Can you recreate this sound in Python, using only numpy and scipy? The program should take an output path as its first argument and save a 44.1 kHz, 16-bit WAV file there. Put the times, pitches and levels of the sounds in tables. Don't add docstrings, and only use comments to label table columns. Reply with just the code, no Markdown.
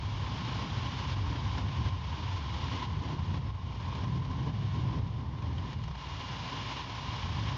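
import sys
import numpy as np
from scipy import signal
from scipy.fft import rfft, irfft, next_fast_len
from scipy.io import wavfile
from scipy.ndimage import uniform_filter1d, map_coordinates

SR = 44100
rng = np.random.default_rng(int(sys.argv[2]) if len(sys.argv) > 2 else 0)


def output_pcm(signal):
    pcm = np.clip(np.atleast_2d(signal).T, -1, 1) * 32767
    wavfile.write(sys.argv[1], SR, np.round(pcm).astype(np.int16))


N = 333837


def amp(db):
    return 10 ** (np.asarray(db) / 20)


def unit(x):
    return x / np.sqrt(np.mean(x ** 2) + 1e-20)


def curves(rows):
    times, *columns = np.transpose(rows)
    return [np.interp(np.arange(N) / SR, times, column) for column in columns]


def wobble(rate):
    knots = rng.standard_normal(int(N * rate / SR) + 4)
    return map_coordinates(knots, [np.arange(N) * rate / SR])


def filtered(x, response):
    m = next_fast_len(N + 8192)
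    spectrum = rfft(x, m) * response(np.fft.rfftfreq(m, 1 / SR))
    return irfft(spectrum, m)[..., :N]


def shaped_noise(spectrum, patchy_db):
    cells = signal.stft(rng.standard_normal(N), nperseg=512)[2]
    patches = uniform_filter1d(rng.standard_normal(cells.shape), size=6, axis=0)
    patches = uniform_filter1d(patches, size=8, axis=1)
    noise = signal.istft(cells * amp(patchy_db * unit(patches)), nperseg=512)[1][:N]
    table_hz, table_db = np.transpose(spectrum)
    log_hz = np.log(table_hz + 1)
    return unit(filtered(noise, lambda hz: amp(np.interp(np.log(hz + 1), log_hz, table_db))))


def even_swings(push):
    return unit(push / (1 + (push / 3.2) ** 2) ** .5)


# (time [s], deep rumble level [dB], upper rumble level [dB])
BUFFET = [(0, -31.5, -39), (.1, -33, -42), (.44, -43, -36.5), (1.05, -42.5, -36.5), (1.16, -34.5, -40),
          (1.72, -38, -38), (1.85, -31, -36.5), (2.02, -37.5, -42), (2.55, -37, -40), (2.78, -41.5, -40.5),
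          (3.12, -37.5, -34), (3.39, -32.5, -35.5), (3.54, -36.5, -42.5), (3.69, -43.5, -40.5),
          (4.17, -36, -33), (4.32, -39.5, -37), (4.83, -42, -31.5), (4.98, -33.5, -34), (5.2, -41, -37.5),
          (5.44, -36.5, -38), (5.9, -36, -38.5), (5.97, -42.5, -46), (6.4, -51.5, -42), (6.89, -48, -44.5),
          (7.23, -38, -39), (7.57, -37.5, -36.5)]
# (frequency [Hz], relative density [dB per Hz])
DEEP_SPECTRUM = [(20, -37.5), (33, -27.5), (45, -11), (57, -3.5), (80, 3), (105, -0.5), (130, -19.5),
                 (240, -120)]
# (frequency [Hz], relative density [dB per Hz])
RUMBLE_SPECTRUM = [(56, -33.5), (95, 1), (129, 4), (194, -8), (230, -16.5), (300, -43), (510, -120)]
# (frequency [Hz], relative density [dB per Hz])
FLUTTER_SPECTRUM = [(110, -31), (190, -5), (270, 0), (330, -7), (450, -13.5), (700, -22), (1650, -120)]
LUMPY_DB = 0.23
USUAL_DB = -37
FLUTTER_DB = -45.5
FLUTTER_FALLS = 0.53
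FLUTTER_FOLLOWS = 0.25


def buffet(eddies, fall_db, swell_db):
    deep_db, rumble_db = curves(BUFFET)
    deep = amp(LUMPY_DB * wobble(8)) * even_swings(shaped_noise(DEEP_SPECTRUM, patchy_db=-1.6))
    rumble = amp(LUMPY_DB * wobble(8)) * even_swings(shaped_noise(RUMBLE_SPECTRUM, patchy_db=0.64))
    flicker = amp(1.2 * wobble(30) + 1.2 * eddies)
    flutter = unit(flicker * shaped_noise(FLUTTER_SPECTRUM, patchy_db=1.1))
    flutter_db = FLUTTER_DB - FLUTTER_FALLS * fall_db + swell_db
    flutter_db = flutter_db + FLUTTER_FOLLOWS * (rumble_db - USUAL_DB)
    return amp(deep_db) * unit(deep) + amp(rumble_db) * unit(rumble) + amp(flutter_db) * flutter


# (frequency [Hz], relative density [dB per Hz])
HISS_SPECTRUM = [(680, -29.5), (1150, -1.5), (1300, -4), (2030, -6), (2230, -2), (2610, -5), (2900, -1),
                 (3180, -0.5), (4200, -7), (5280, -9.5), (6690, -19.5), (7070, -25), (7650, -42.5),
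                 (8200, -45.5), (9500, -54), (16700, -76.5)]
# (frequency [Hz], relative density [dB per Hz])
ROAR_SPECTRUM = [(150, -51), (300, -17), (500, -13.5), (700, -11.5), (850, -6), (960, -2.5), (1040, 1.5),
                 (1090, -3.5), (1160, -12.5), (1300, -19), (2000, -19), (3000, -38.5), (5000, -120)]
RUSH_DB, ROAR_DB = -38, -40
ROAR_FALLS = 0.63
ROAR_SWELLS = 0.33


def needles(eddies, fall_db, swell_db):
    hiss_db = RUSH_DB - fall_db
    hiss = unit(amp(0.88 * eddies) * shaped_noise(HISS_SPECTRUM, patchy_db=0.25))
    bright = filtered(hiss, lambda hz: hz ** 2 / (hz ** 2 + 32000.0 ** 2))
    dull = np.clip((-52.0 - hiss_db) / 25, 0, .9)
    roar = unit(amp(1.3 * eddies) * shaped_noise(ROAR_SPECTRUM, patchy_db=0.43))
    roar_db = ROAR_DB - ROAR_FALLS * fall_db + ROAR_SWELLS * swell_db
    return amp(hiss_db) * (hiss - dull * bright) + amp(roar_db) * roar


# (time [s], level over the rush [dB])
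WHINE = [(0, -17.5), (3.5, -15), (5.3, -14.5), (6.1, -11), (6.7, -13.5), (7.57, -19)]
# (frequency [Hz], relative density [dB per Hz])
AMPLIFIER_SPECTRUM = [(6000, -2), (10000, 1), (16000, 0)]
WHINE_HZ, HUM_HZ = 2842.5, 60
HUM_DB, SELF_NOISE_DB = -50, -93


def electronics(fall_db):
    t = np.arange(N) / SR
    whine_db = RUSH_DB - fall_db + curves(WHINE)[0] + 0.92 * wobble(2.6)
    whine = amp(whine_db) * np.sin(2 * np.pi * WHINE_HZ * t)
    hum = amp(HUM_DB) * np.sin(2 * np.pi * HUM_HZ * t)
    tones = np.sqrt(2) * (whine + hum)
    return tones + amp(SELF_NOISE_DB) * shaped_noise(AMPLIFIER_SPECTRUM, patchy_db=2.0)


# (time [s], relative level [dB])
FLECKS = [(0.6194, -48), (1.0394, -39), (1.578, -34), (1.8594, -38), (2.64, -38), (2.681, -34.5),
          (2.83, -40), (3.035, -37), (3.339, -34), (3.7234, -44), (3.95, -35.5), (4.038, -38),
          (4.2484, -40), (4.31, -37), (5.4206, -40), (5.5796, -38), (5.728, -36), (5.785, -45),
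          (5.836, -36), (5.878, -35.5), (5.91, -41), (5.951, -36), (6.008, -40)]
FLECK_RISE_S = 0.0032


def flecks():
    size = np.zeros(N + SR)
    u = np.arange(SR // 20) / SR / FLECK_RISE_S
    for onset, db in FLECKS:
        size[round(onset * SR):][:len(u)] += amp(db - 12) * u * np.exp(1 - u)
    noise = shaped_noise(HISS_SPECTRUM, patchy_db=-3.7) + 1.8 * shaped_noise(ROAR_SPECTRUM, patchy_db=3.0)
    return size[:N] * noise


# (time [s], fall of the rush before smoothing and floor [dB], swell of the flutter [dB])
LUMPS = [(0.635, 3, 3.5), (1.134, 6.5, -1), (1.362, 2, 5), (1.605, 5, 3.5), (1.895, 6.5, 5), (2.38, 3, 0.5),
         (2.851, 10, 3), (3.147, 5.5, 6.5), (3.379, 7, 4), (3.508, 6, 3.5), (4.046, 5, 2.5),
         (4.18, 5.5, 5.5), (4.487, 4, 11.5), (4.826, 4, 1), (4.991, 6.5, 10.5), (5.09, 3, -3),
         (5.221, 5.5, 5.5), (5.471, 1, 9), (5.65, 0.5, 4.5), (5.741, 6.5, 1.5), (5.85, 2, 1.2),
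         (5.92, 1.5, 1), (5.965, -5.5, -5.3), (6.814, 6, -0.7), (7.016, 0.5, -0.2), (7.252, 2.5, -0.3),
         (7.504, 2.5, 0)]
FIRST_FALL_DB, LEAST_FALL_DB = 11.5, 4.5
CREEP_S, FALL_S = 0.79, .008
CALM_QUICKENS = 0.47
SWELL_S, SLACK_S = 0.2, 0.059


def lumps():
    t = np.arange(N) / SR
    creep_speed = amp(CALM_QUICKENS * (USUAL_DB - curves(BUFFET)[1]))
    crept = np.cumsum(creep_speed) / SR / CREEP_S
    fall_db = FIRST_FALL_DB * np.exp(-crept)
    swell_db = np.zeros(N)
    for onset, fall, swell in LUMPS:
        after = t >= onset
        distance = np.abs(t - onset)
        creeping_back = np.exp(-np.abs(crept - np.interp(onset, t, crept)))
        fall_db = fall_db + fall * after * (creeping_back - np.exp(-distance / FALL_S))
        swell_db = swell_db + swell * np.exp(-distance / np.where(after, SLACK_S, SWELL_S))
    return np.hypot(fall_db, LEAST_FALL_DB), swell_db


def scene():
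    eddies = 0.1 * wobble(49) + 0.96 * wobble(90)
    fall_db, swell_db = lumps()
    wind = buffet(eddies, fall_db, swell_db) + needles(eddies, fall_db, swell_db)
    return (wind + flecks() + electronics(fall_db))[None]


TOP_HZ = 15700


def record(dry):
    return filtered(dry, lambda hz: hz < TOP_HZ)


dry = scene()
out = record(dry)
output_pcm(out)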